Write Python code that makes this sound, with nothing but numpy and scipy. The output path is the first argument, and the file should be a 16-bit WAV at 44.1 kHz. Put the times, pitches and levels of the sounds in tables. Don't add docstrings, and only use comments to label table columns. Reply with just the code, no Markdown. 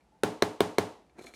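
import sys
import numpy as np
from scipy import signal
from scipy.fft import rfft, irfft
from scipy.io import wavfile
from scipy.ndimage import uniform_filter1d

SR = 44100
rng = np.random.default_rng(int(sys.argv[2]) if len(sys.argv) > 2 else 0)


def transcribe(signal):
    frames = np.atleast_2d(signal).T
    limited = np.clip(frames, -1, 1)
    pcm = np.round(limited * 32767).astype(np.int16)
    wavfile.write(sys.argv[1], SR, pcm)


def ratio(d):
    e = np.asarray(d, float) / 20
    return 10 ** e


N = 59535
CONTACT_S = .0028


def colour(x, table):
    hz, db = np.array(table).T
    f = np.linspace(1, SR / 2, 1025)
    log_gain = np.interp(np.log(f), np.log(hz), db) * np.log(10) / 20
    cepstrum = irfft(log_gain)
    cepstrum[1:1024] *= 2
    cepstrum[1025:] = 0
    response = irfft(np.exp(rfft(cepstrum)))
    return signal.fftconvolve(x, response)[:len(x)]


def level(x, db):
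    return x * ratio(db) / np.sqrt(np.mean(x ** 2))


def ring(modes, length):
    t = np.arange(length) / SR
    hz, db, t60 = np.array(modes).T[:, :, None]
    decay = 1000. ** (-t / t60)
    return (ratio(db) * np.sin(2 * np.pi * hz * t) * decay).sum(axis=0)


def push(duration):
    phase = np.clip((np.arange(256) + .5) / (duration * SR), 0, 1)
    force = np.sin(np.pi * phase)
    return force / force.sum()


def add(out, s, x):
    i = int(s * SR)
    out[i:i + len(x)] += x[:len(out) - i]


# (frequency [Hz], relative level [dB])
HUM_SHAPE = [(15, -49), (25, -22.5), (49, 11), (70, 6.5), (86, -17), (183, -5.5), (208, -8), (569, -14),
             (861, -12), (1060, -20.5), (12000, -40.5), (15600, -94), (22000, -120)]


def room_hum():
    return level(colour(rng.standard_normal(N), HUM_SHAPE), -62)


# (frequency [Hz], relative level [dB], T60 [s])
CUP_MODES = [(350, -8, .1), (780, -10, .03), (1320, -12, .05), (1800, -10, .018), (2180, 0, .016),
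             (2331, -10, .14), (3550, -18, .05), (4250, -13, .04), (5800, -16, .008), (6700, -8, .008),
             (8000, -12, .006), (9100, -14, .005), (11000, -11, .004)]


def cup_ring(length, above_hz=0):
    return ring([mode for mode in CUP_MODES if mode[0] > above_hz], length)


# (time [s], peak level [dB], contact [s])
LID_CLICKS = [(.008, -62, .0002), (1.066, -66, .0001), (1.097, -60, .0002), (1.193, -45, .0004),
              (1.2685, -39, .00022), (1.338, -43, .0002)]


def lid_clicks():
    out, cup = np.zeros(N), cup_ring(8192)
    for s, db, contact in LID_CLICKS:
        click = np.convolve(np.diff(push(contact)), cup)
        add(out, s, ratio(db) * click / click.max())
    return out


# (time [s], frequency [Hz], level before flicker [dB])
TONE_TRACK = [(0.085, 852, -74), (0.097, 818, -79.5), (0.151, 879, -62), (0.177, 872, -77),
              (0.22, 870, -72)]


def faint_tone():
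    flicker_db, smoothing_s = 2.5, .02
    t = np.arange(N) / SR
    s, hz, db = np.array(TONE_TRACK).T
    phase = 2 * np.pi * np.cumsum(np.interp(t, s, hz)) / SR
    tone = np.sin(phase) * ratio(np.interp(t, s, db, left=-120, right=-120))
    flicker = level(uniform_filter1d(rng.standard_normal(N), int(smoothing_s * SR)), 0)
    return tone * ratio(flicker_db * flicker)


# (frequency [Hz], relative level [dB])
SKIN_SHAPE = [(200, -38.5), (600, 7), (1200, -1), (1900, -3.5), (3000, -11), (4100, -4), (5200, -27),
              (9100, -20.5), (14000, -37.5), (16500, -45)]


def skin_crackle(grain, db):
    crackle_t60 = .005
    t = np.arange(len(grain)) / SR
    rise, fall = np.sqrt(t / CONTACT_S), ratio(-60 * (t - CONTACT_S) / crackle_t60)
    skin = colour(grain * np.where(t < CONTACT_S, rise, fall), SKIN_SHAPE)
    return skin * ratio(db) / np.sqrt(np.sum(skin ** 2) / (CONTACT_S * SR))


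def air_pop(hz, db, length):
    push_s, pocket_t60 = .0013, .016
    pocket = ring([(hz, 0, pocket_t60)], length)
    pop = np.convolve(np.diff(push(push_s), prepend=0), pocket)
    return ratio(db) * pop / -pop.min()


# (frequency [Hz], relative level [dB])
SNAP_SHAPE = [(1500, -25.5), (3000, 2.5), (4200, -1), (5500, -0.5), (9000, 0), (13000, -7), (16500, -21.5)]


def palm_snap(grain, db):
    snap_t60 = .003
    t = np.arange(len(grain)) / SR
    snap = colour(grain[::-1] * ratio(-60 * t / snap_t60), SNAP_SHAPE)
    return ratio(db) * snap / np.abs(snap).max()


# (time [s], air pop peak [dB], skin crackle level [dB], air pocket pitch [Hz],
# strength in the room [dB])
PALM_SLAPS = [(0.2334, -11.5, -20.5, 438, 3.2), (0.4217, -9, -15.5, 403, 2.8), (0.6044, -8, -18, 414, 3.6),
              (.7826, -9.5, -18, 422, 2.9)]


def slaps():
    cup_db, snap_db, snap_delay = -50.5, 2.5, .0019
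    out, length = np.zeros(N), 2048
    cup = cup_ring(length)
    for s, pop_db, skin_db, hz, _ in PALM_SLAPS:
        grain = rng.standard_normal(length)
        skin = skin_crackle(grain, skin_db)
        cup_answer = np.convolve(skin, cup)[:length]
        add(out, s, skin + ratio(cup_db) * cup_answer)
        add(out, s + snap_delay, palm_snap(grain, skin_db + snap_db))
        add(out, s + CONTACT_S - .5 / hz, air_pop(hz, pop_db, length))
    return out


# (frequency [Hz], level before slap strength [dB])
SENT_SPECTRUM = [(40, -57.5), (100, -62.5), (200, -22.5), (420, -24), (800, -20.5), (1200, -25.5),
                 (2000, -34), (4200, -41), (5500, -42.5), (9500, -47), (13000, -49.5), (16500, -54.5)]


def slap_pulses():
    pulses = np.zeros(N)
    for s, _, _, _, room_db in PALM_SLAPS:
        add(pulses, s + CONTACT_S, ratio(np.array([room_db])))
    return colour(pulses, SENT_SPECTRUM)


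# (frequency [Hz], T60 [s])
TAIL_DECAY = [(100, 0.1), (300, 0.56), (700, .45), (1500, 0.37), (4000, 0.44), (9000, 0.38), (16000, 0.11)]


def room_tail(source):
    start_s, early_db, early_t60 = .001, -4, .045
    t = np.arange(SR // 2) / SR
    hz, t60 = np.array(TAIL_DECAY).T
    noise = rfft(rng.standard_normal(len(t)))
    log_f = np.log(np.arange(len(t) // 2 + 1) * 2 + 1.)
    response = np.zeros(len(t))
    for k in range(len(hz)):
        band = np.interp(log_f, np.log(hz), np.arange(len(hz)) == k)
        response += irfft(noise * band) * ratio(-60 * t / t60[k])
    early = 1 + ratio(early_db - 60 * t / early_t60)
    onset = np.clip(t / start_s - 1, 0, 1)
    return signal.fftconvolve(source, response * early * onset)[:N]


# (frequency [Hz], level before slap strength and scatter [dB], T60 [s], arrival after contact [s])
SLAP_MODES = [(100, -40, .22, .008), (115, -40, .22, .008), (168, -40, .26, .01), (190, -38, .2, .01),
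              (232, -43, .33, .01), (283, -43, .3, .01), (307, -39, .36, .01), (400, -44, .3, .005),
              (425, -36, .36, .005), (450, -42, .35, .005), (470, -44, .3, .005), (560, -44, .22, .005),
              (760, -44, .25, .005), (880, -45, .3, .005), (780, -30, .045, .001), (1070, -33, .045, .001)]


def modes_and_knocks():
    scatter_db, build_s = 2, .0074
    out, t = np.zeros(N), np.arange(SR // 2) / SR
    build_up = 1 - np.exp(-t / build_s)
    for s, _, _, _, room_db in PALM_SLAPS:
        for hz, db, t60, late in SLAP_MODES:
            mode_db = db + room_db + scatter_db * rng.standard_normal()
            mode = ring([(hz, mode_db, t60)], len(t)) * build_up
            add(out, s + CONTACT_S + late, mode)
    return out


# (delay [s], level before the low-pass [dB])
FIRST_ECHOES = [(.0053, -12.5), (.0072, -15.5), (.0118, -15), (0.0175, -20)]


def echoes(direct):
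    out = np.zeros(N)
    for delay, db in FIRST_ECHOES:
        add(out, delay, ratio(db) * direct)
    return signal.sosfilt(signal.butter(1, 2310, fs=SR, output="sos"), out)


# (frequency [Hz], relative level [dB])
RUB_SHAPE = [(71, -45.5), (120, -2), (349, 14), (485, 7), (757, 6), (964, 1), (1270, 1), (2500, -4.5),
             (3250, -35), (5500, -120)]


def low_rub():
    return level(colour(rng.standard_normal(N), RUB_SHAPE), 0)


# (frequency [Hz], relative level [dB])
SCRAPE_SHAPE = [(1200, -34.5), (2000, -3.5), (3000, -2.5), (4200, 4), (5000, -8), (6500, -2.5),
                (9000, -6.5), (12000, -15.5), (16000, -25)]


def high_scrape(envelope):
    rate, spread_db, ring_db = 6000, 1.5, -5
    size = ratio(spread_db * rng.exponential(size=N))
    struck = rng.random(N) < rate / SR
    grit = size * struck * rng.standard_normal(N)
    scrape = level(colour(grit, SCRAPE_SHAPE), -1) * envelope
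    cup = level(cup_ring(8500, above_hz=3000), ring_db) / np.sqrt(8192)
    rings = signal.fftconvolve(level(grit, 0) * envelope, cup)[:N]
    return scrape + rings


# (time [s], low rub level [dB], high scrape drive [dB])
TWIST_COURSE = [(1.14, -79, -88.5), (1.159, -66, -90), (1.18, -60, -76), (1.187, -47, -61),
                (1.197, -47.5, -62), (1.206, -57.5, -71), (1.216, -49, -62), (1.228, -64, -59),
                (1.244, -52, -57.5), (1.25, -49.5, -63), (1.258, -55, -67), (1.263, -58, -56),
                (1.285, -57, -60.5), (1.305, -56.5, -67.5), (1.318, -60.5, -70.5), (1.335, -66, -72.5),
                (1.34, -53, -60.5), (1.35, -72, -59)]


def twist():
    t = np.arange(N) / SR
    s, rub_db, scrape_db = np.array(TWIST_COURSE).T
    rub = low_rub() * ratio(np.interp(t, s, rub_db, left=-120))
    return rub + high_scrape(ratio(np.interp(t, s, scrape_db, left=-120)))


# (time [s], level [dB], pitch [Hz], T60 [s])
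LID_BUMPS = [(1.1595, -54, 300, .04), (1.1862, -41, 700, .015), (1.2125, -38, 420, .022),
             (1.2452, -40, 480, .02), (1.247, -52, 350, .16), (1.281, -50, 650, .05)]


def lid_bumps():
    out = np.zeros(N)
    for s, db, hz, t60 in LID_BUMPS:
        add(out, s, -ring([(hz, db, t60)], 4096))
    return out


def scene():
    background = room_hum() + faint_tone()
    hits = slaps()
    lid = lid_clicks() + twist() + lid_bumps()
    lid_room_db = -49.5
    tail = room_tail(slap_pulses() + ratio(lid_room_db) * lid)
    return (background + hits + echoes(hits) + lid + tail + modes_and_knocks())[None]


def roll_off(x):
    return signal.sosfilt(signal.butter(12, 16800, fs=SR, output="sos"), x)


def record(dry):
    low_hz, limit = 74, .6
    thinned = signal.sosfilt(signal.butter(4, low_hz, "high", fs=SR, output="sos"), dry)
    mix = limit * np.tanh(thinned / limit)
    return roll_off(mix)


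dry = scene()
out = record(dry)
transcribe(out)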